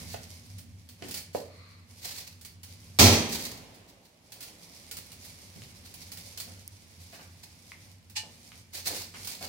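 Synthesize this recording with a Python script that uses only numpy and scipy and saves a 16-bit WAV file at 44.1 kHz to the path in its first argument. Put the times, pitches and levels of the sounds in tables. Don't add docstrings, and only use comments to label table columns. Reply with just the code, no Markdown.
import sys
import numpy as np
from scipy import signal
from scipy.fft import rfft, irfft
from scipy.io import wavfile
from scipy.ndimage import uniform_filter1d, minimum_filter1d

SR = 44100
rng = np.random.default_rng(int(sys.argv[2]) if len(sys.argv) > 2 else 0)


def materialize(psi):
    bounded = np.clip(np.atleast_2d(psi).T, -1, 1)
    quanta = np.round(bounded * 32767).astype(np.int16)
    wavfile.write(sys.argv[1], SR, quanta)


N = 418068
T = np.arange(N) / SR

ROOM_DECAY = [(80, 1), (250, 0.71), (800, 0.44), (2000, 0.62), (5000, 0.48), (10000, 0.4), (16000, 0.23)]  # (frequency [Hz], t60 [s])
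ROOM_MODES = [(91.1, 9.2, 5.5), (166.7, 3.9, -4), (181, 1.5, -22), (236.6, 15.7, -12)]  # (frequency [Hz], width [Hz], gain [dB])
BOOM_SWELLS = [(0.03, -45.5), (0.6, -50), (1.3, -66), (2.9, -57.5)]  # (time [s], level [dB])
WASH_SPECTRUM = [(20, -34), (45, -9.5), (70, -10), (110, -3), (135, -13.5), (165, -5), (240, -8.5),
                 (330, -15), (600, -19.5), (900, -20), (1400, -24), (2300, -20.5), (6000, -27.5),
                 (16000, -39)]
ARM_MOVES = [(0, 0.033, -45), (.1, 0.576, -57.5), (1.015, 1.157, -52), (1.9, 2.2, -58.5),
             (2.692, 4.787, -57.5), (4.797, 6.616, -54), (6.62, 7.91, -58.5), (8.264, 8.607, -59),
             (8.878, 9.004, -48.5), (9.154, 9.48, -51.5)]
RUB_SPECTRUM = [(290, -31.5), (500, 0.5), (795, -6), (988, -10), (1060, -6), (1340, -27), (2160, 1.5),
                (2770, -5.5), (4940, 4), (8210, -3.5), (8960, -0.5), (16000, -10.5)]
SQUEAK_MODES = [(1164, 270, 2), (2140, 540, 0.5), (4260, 780, -1)]  # (frequency [Hz], width [Hz], gain [dB])
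GRIT_STROKES = [(0.122, -41.5, 0.04), (1.176, -39.5, 0.022), (1.361, -46, 0.04), (2.073, -40.5, 0.083),
                (2.192, -45, 0.031), (2.279, -45, 0.0095), (3.35, -23.5, 0.09), (3.455, -26, 0.019),
                (3.75, -39.5, .016), (3.892, -45, 0.026), (4.054, -48.5, 0.029), (5.86, -50.5, 0.028),
                (6.021, -46, 0.019), (7.15, -56.5, 0.076), (7.44, -48, 0.016), (8.762, -39.5, 0.04),
                (8.876, -32, 0.03), (8.969, -37, 0.05), (9.31, -39.5, 0.038), (9.443, -40, 0.042)]
GRIT_SPECTRUM = [(300, -14.5), (480, -10), (900, -10.5), (1300, -16), (2150, -6), (3200, -9.5), (4400, 0.5),
                 (5300, -4.5), (6500, -6), (8500, -8), (12000, -10.5), (16000, -8.5)]
MASONRY_KNOCKS = [(0.142, -38, 680, 0.01), (0.145, -45, 1820, 0.28), (1.022, -42, 260, 0.34),
                  (1.024, -43, 2590, 0.3), (1.349, -25.5, 558, 0.08), (5.56, -50.5, 165, 0.25),
                  (5.62, -49, 2860, 0.23), (6.471, -54.5, 307, 1), (7.128, -50, 860, 1),
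                  (7.19, -53.5, 790, 0.9), (7.7189, -42.5, 2110, 0.08), (8.235, -51.5, 554, 0.36),
                  (8.519, -49.5, 2130, 0.23), (8.904, -41.5, 447, 0.46), (9.141, -47.5, 1520, 0.7),
                  (9.41, -45.5, 468, 0.9)]
HOOK_MODES = [(862, 33, 14), (1800, 28, 12.5), (2380, 150, 12), (2900, 110, 14.5), (3500, 250, 5),
              (4140, 180, 12.5), (4570, 300, 9), (5200, 220, 10), (6340, 500, 6), (7800, 1200, 3),
              (13000, 3000, -17)]
WIRE_SLIPS = [(0.584, -38.5), (0.889, -39), (1.084, -33), (1.110, -28), (1.142, -25.5), (1.172, -29),
              (2.412, -38.5), (2.449, -33.5), (2.632, -35.5), (4.320, -28.5), (4.406, -31.5), (4.427, -31),
              (4.912, -28.5), (4.969, -29), (5.118, -37), (5.249, -38.5), (5.496, -56), (5.940, -36),
              (6.118, -31), (6.172, -33), (6.375, -29), (6.401, -26), (7.432, -59), (8.098, -42),
              (8.734, -36), (8.860, -29.5), (9.247, -30), (9.272, -26.5)]
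WIRE_SPECTRUM = [(240, -51.5), (400, -8), (1250, -11), (2220, -4), (3930, -2.5), (4380, 2.5), (6340, -4),
                 (10500, -4.5), (12300, -11.5), (14400, -4), (16000, -2.5)]
TICK_SPECTRUM = [(1500, -13), (6000, -4), (14000, 0.5)]
STEEL_BLOWS = [(2.988, -5, -21), (2.994, 3.5, -6.5), (3.005, -12, 6), (3.023, -9.5, -19.5),
               (3.042, -7.5, -10.5), (3.065, -10.5, 0), (3.124, -8.5, -26)]
STEEL_MODES = [(163, -6, .8), (187, -6, .6), (215, -1, .6), (233, 2, .75), (257, -2, .6), (305, -2, .6),
               (336, -4, .6), (381, -3, .6), (405, -5, .6), (589, -3, .55), (813, -8, .7), (1066, -9, .4),
               (1346, -5, .45), (2272, -14, .5), (3242, -6, .8), (3914, -11, .35), (4290, -10, .4),
               (5602, -3, .45), (6002, -0.5, .68), (8113, -15, .4), (8608, -15, .5), (13780, -9, .52)]
CLASH_SPECTRUM = [(70, -34.5), (130, -21), (230, -17), (450, -13), (780, -14), (1050, -17), (1500, -25),
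                  (2300, -16), (3100, -20.5), (4300, -14.5), (5900, -16.5), (8000, -22), (11800, -28),
                  (16000, -22.5)]
PORT_CORRELATION = [(100, 0.98), (250, 0.78), (600, 0.69), (1200, 0), (16000, 0.04)]
PORT_BALANCE = [(100, -0.5), (300, -2.5), (700, -4), (1800, 0.5), (4500, 0.5), (6500, -5.5), (8500, -13),
                (11000, -5.5), (14000, -5)]


def undb(db):
    return 10 ** (np.asarray(db) / 20)


def unit(x):
    return x / np.sqrt(np.mean(x ** 2))


def peak(x, db, window=220):
    return x * undb(db) / np.sqrt(uniform_filter1d(x.mean(0) ** 2, window).max())


def add(out, at_s, x):
    i = max(int(at_s * SR), 0)
    out[:, i:i + x.shape[-1]] += x[:, :max(N - i, 0)]


def bell(at_s, half_s):
    return np.exp(-((T - at_s) / half_s) ** 2)


def walk(rate_hz):
    step = int(SR / rate_hz)
    stairs = np.repeat(rng.standard_normal(N // step + 1), step)
    return unit(uniform_filter1d(stairs, step)[:N])


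def along(table, hz):
    f, value = np.transpose(table)
    return np.interp(np.log(hz + 1), np.log(f), value)


def shape(x, gain, size=16384):
    cepstrum = irfft(np.log(gain(np.arange(size // 2 + 1) * SR / size) + 1e-6))
    cepstrum[1:size // 2] *= 2
    cepstrum[size // 2 + 1:] = 0
    response = irfft(np.exp(rfft(cepstrum)))
    filtered = signal.fftconvolve(np.atleast_2d(x), response[None], axes=1)
    return filtered[:, :x.shape[-1]].reshape(x.shape)


def colour(x, spectrum):
    return shape(x, lambda f: undb(along(spectrum, f)))


def resonance(f, hz, width_hz):
    return f * width_hz / np.hypot(f * f - hz * hz, f * width_hz)


def grains(length, spread_db, grain_samples=24):
    sizes = undb(spread_db * np.minimum(rng.exponential(size=length // grain_samples + 1), 5))
    return unit(rng.standard_normal((2, length)) * np.repeat(sizes, grain_samples)[:length])


def two_ports(x):
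    a, b = rfft(x)
    correlation = np.clip(along(PORT_CORRELATION, np.linspace(0, SR / 2, len(a))), -.99, .99)
    mid, side = a * np.sqrt(1 + correlation), b * np.sqrt(1 - correlation)
    return irfft(np.array([mid + side, mid - side]), x.shape[-1])


def echoes(force, late_db=-25, late_t60_s=2.98):
    noise = rfft(rng.standard_normal((2, len(force))))
    f = np.linspace(0, SR / 2, len(force) // 2 + 1)
    centres_hz, t60s = np.transpose(ROOM_DECAY)
    bands = [np.interp(np.log(f + 1), np.log(centres_hz), row) for row in np.eye(len(ROOM_DECAY))]
    bands.append(undb(late_db) / (1 + (f / 1000) ** 2))
    field = 0
    for band, t60_s in zip(bands, [*t60s, late_t60_s]):
        energy = signal.lfilter([1], [1, -np.exp(-2 * np.log(1000) / (t60_s * SR))], force ** 2)
        field = field + irfft(noise * band, len(force)) * np.sqrt(energy)
    return unit(two_ports(field))


def room_tail():
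    t = T[:SR * 3 // 2]
    wall_lift = 1 + 8.5 * np.exp(-t / 0.27)
    tail = echoes(signal.unit_impulse(len(t))) * wall_lift * (t > .002)
    return unit(tail) / np.sqrt(len(t))


def in_room(x, tail, room_db):
    length = x.shape[-1]
    wet = signal.fftconvolve(x.mean(0, keepdims=True), tail[:, :length], axes=1)
    return x + undb(room_db) * wet[:, :length]


def arm_effort(attack_s=0.043, release_s=0.062, rest_db=-68):
    effort = undb(rest_db)
    for start_s, end_s, db in ARM_MOVES:
        attack = np.clip((T - start_s) / attack_s + 1, 0, 1)
        release = np.exp(-np.maximum(T - end_s, 0) / release_s)
        effort = np.maximum(effort, undb(db) * attack * release)
    return effort


def rumble(boom_db=-55.5, dip_db=-19.5, wash_db=-63, linger_t60_s=2.32):
    def modes(f):
        return sum(undb(db) * resonance(f, hz, width_hz) * resonance(f, hz, 6 * width_hz)
                   for hz, width_hz, db in ROOM_MODES)

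    boom = shape(two_ports(rng.standard_normal((2, N))), modes)
    wash = colour(two_ports(rng.standard_normal((2, N))), WASH_SPECTRUM)
    boom_gain = undb(boom_db) + sum(undb(db) * bell(at_s, half_s=0.22) for at_s, db in BOOM_SWELLS)
    boom_gain *= undb(dip_db * bell(at_s=4.43, half_s=0.39))
    age_s = T - STEEL_BLOWS[0][0]
    linger = undb(-21.5) * np.exp(-np.log(1000) * np.abs(age_s) / linger_t60_s) * (age_s > 0)
    handling = undb(-3.5) * arm_effort()
    wash_gain = np.sqrt(undb(wash_db) ** 2 + handling ** 2 + linger ** 2)
    return unit(boom) * boom_gain + unit(wash) * wash_gain


def squeak(tail, level_db=-57.5):
    def modes(f):
        return sum(undb(db) * resonance(f, hz, width_hz) ** 2 for hz, width_hz, db in SQUEAK_MODES)

    rasp = shape(grains(N, 1), modes) * bell(at_s=1.637, half_s=0.18)
    return peak(in_room(rasp, tail, room_db=-6.5), level_db)


def chirps(tail, count=45, centre_hz=5600, spread_oct=0.88, half_s=0.01):
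    out, t = np.zeros((2, N)), T[:SR // 4]
    envelope = np.exp(-((t - t.mean()) / half_s) ** 2)
    for when, pitch in rng.random((count, 2)):
        hz = centre_hz * 2 ** (spread_oct * (2 * pitch - 1))
        ring = unit(shape(grains(len(t), 1), lambda f: resonance(f, hz, width_hz=130) ** 2))
        add(out, when * T[-1], ring * envelope)
    return in_room(out * arm_effort() * undb(-10.5), tail, room_db=-9.5)


def scrapes(tail, rise_ratio=0.58):
    force = 0
    for at_s, db, fall_s in GRIT_STROKES:
        rise = np.exp(-np.maximum((at_s - T) / (rise_ratio * fall_s), 0) ** 2)
        fall = np.exp(-np.maximum((T - at_s) / fall_s, 0))
        force = force + undb(db) * rise * fall
    judder = undb(3.2 * walk(rate_hz=130))
    grit = unit(colour(grains(N, 1.3), GRIT_SPECTRUM) * judder) * force
    catch = undb(2.8 * walk(rate_hz=32))
    rub = unit(colour(grains(N, 2.4, grain_samples=40), RUB_SPECTRUM)) * arm_effort() * catch
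    return in_room(undb(2.5) * grit + undb(-1) * rub, tail, room_db=-1.8)


def knocks(tail, thud_db=-11):
    out, t = np.zeros((2, N)), T[:SR * 3 // 4]
    for at_s, db, hz, softness in MASONRY_KNOCKS:
        def masonry(f):
            mode = resonance(f, hz, width_hz=hz * (0.14 + 3.1 * softness))
            thud = undb(thud_db) * resonance(f, hz / 2, hz / 2) ** 2
            return mode * (mode + 0.15) + thud

        push = 0.1 * grains(len(t), 1) * np.exp(-t * hz / 8)
        push[:, 0] += 1
        knock = in_room(shape(push, masonry), tail, room_db=-4 + 22 * softness)
        add(out, at_s, peak(knock, db, window=440))
    return out


def hook_skid(tail, at_s=8.149, rise_s=0.021, fall_s=0.026, level_db=-31):
    def modes(f):
        return np.sqrt(sum((undb(db) * resonance(f, hz, width_hz)) ** 2
                           for hz, width_hz, db in HOOK_MODES))

    out, t = np.zeros((2, N)), T[:SR // 2]
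    envelope = np.minimum(t / rise_s, 1) ** 2 * np.exp(-np.maximum(t - rise_s, 0) / fall_s)
    rasp = shape(grains(len(t), 1) * envelope, modes)
    add(out, at_s, peak(in_room(rasp, tail, room_db=-10.5), level_db))
    return out


def wire_slips(tail, fall_s=0.025, release_s=0.012, treble_db=3, snap_at_s=6.678):
    def wire(f):
        return undb(along(WIRE_SPECTRUM, f) + treble_db * np.clip((f - 4000) / 8000, 0, 1))

    out, t = np.zeros((2, N)), T[:SR // 2]
    envelope = np.exp(-t / fall_s) + 0.66 * np.exp(-t / release_s)
    for at_s, db in WIRE_SLIPS:
        burst = shape(grains(len(t), 0.47) * envelope, wire)
        add(out, at_s, peak(in_room(burst, tail, room_db=-1.5), db - 8))
    tick = colour(grains(len(t), 1) * np.exp(-t / 0.00018), TICK_SPECTRUM)
    add(out, snap_at_s, peak(tick, db=-37))
    return out


def steel_crash(contact_s=0.027, thump_rise_s=0.005, thump_fall_s=0.05):
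    t, force, boom = T[:2 * SR], np.zeros(2 * SR), np.zeros(2 * SR)
    start_s = STEEL_BLOWS[0][0]
    for at_s, force_db, thump_db in STEEL_BLOWS:
        age_s = np.maximum(t - (at_s - start_s), 0)
        force += undb(force_db) * np.exp(-age_s / contact_s) * (age_s > 0)
        boom += undb(thump_db) * (1 - np.exp(-age_s / thump_rise_s)) * np.exp(-age_s / thump_fall_s)
    contacts = two_ports(unit(grains(len(t), 1.7) * force))
    rattle = colour(contacts + undb(5) * echoes(force), CLASH_SPECTRUM)
    bass = signal.sosfiltfilt(signal.butter(2, 420, fs=SR, output="sos"), rattle)
    rattle -= bass * np.exp(-(t / 0.025) ** 2)
    ring = 0
    for hz, db, t60_s in STEEL_MODES:
        port_phase = np.array([[0], [min(hz / 4000, .2)]])
        tone = np.sin(2 * np.pi * (hz * t + rng.random() + port_phase))
        ring = ring + undb(db) * np.exp(-np.log(1000) * t / t60_s) * tone
    ring *= 1 - np.exp(-t / .03)
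    steel = peak(rattle, db=0, window=3000) + peak(ring, db=-3.5, window=3000)
    thump = boom * (np.sin(2 * np.pi * 91.5 * t) + 0.81 * np.sin(2 * np.pi * 106 * t))
    out = np.zeros((2, N))
    add(out, start_s, undb(-2.5) * steel + peak(np.array([thump, thump]), db=-2.5, window=1500))
    return out


def scene():
    sources = (wire_slips, scrapes, chirps, knocks, hook_skid, squeak)
    return steel_crash() + sum(source(room_tail()) for source in sources) + rumble()


def gain_control(x, threshold_db=-10.5, hold_s=1.047, release_s=0.3):
    level_db = 10 * np.log10(uniform_filter1d(np.mean(x ** 2, 0), 1024) + 1e-12)
    cut_db = np.minimum(threshold_db - level_db, 0)
    hold, release = int(hold_s * SR), int(release_s * SR)
    held_db = minimum_filter1d(cut_db, hold, origin=(hold - 1) // 2)
    released_db = uniform_filter1d(held_db, release, origin=(release - 1) // 2)
    return x * undb(np.minimum(held_db, released_db))


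def record(dry, ceiling=0.86, cutoff_hz=15800):
    left = shape(dry[0], lambda f: np.sqrt(2 / (1 + undb(-2 * along(PORT_BALANCE, f)))))
    right = shape(dry[1], lambda f: np.sqrt(2 / (1 + undb(2 * along(PORT_BALANCE, f)))))
    clipped = ceiling * np.tanh(gain_control(np.array([left, right])) / ceiling)
    return signal.sosfilt(signal.ellip(10, .2, 70, cutoff_hz, fs=SR, output="sos"), clipped)


dry = scene()
out = record(dry)
materialize(out)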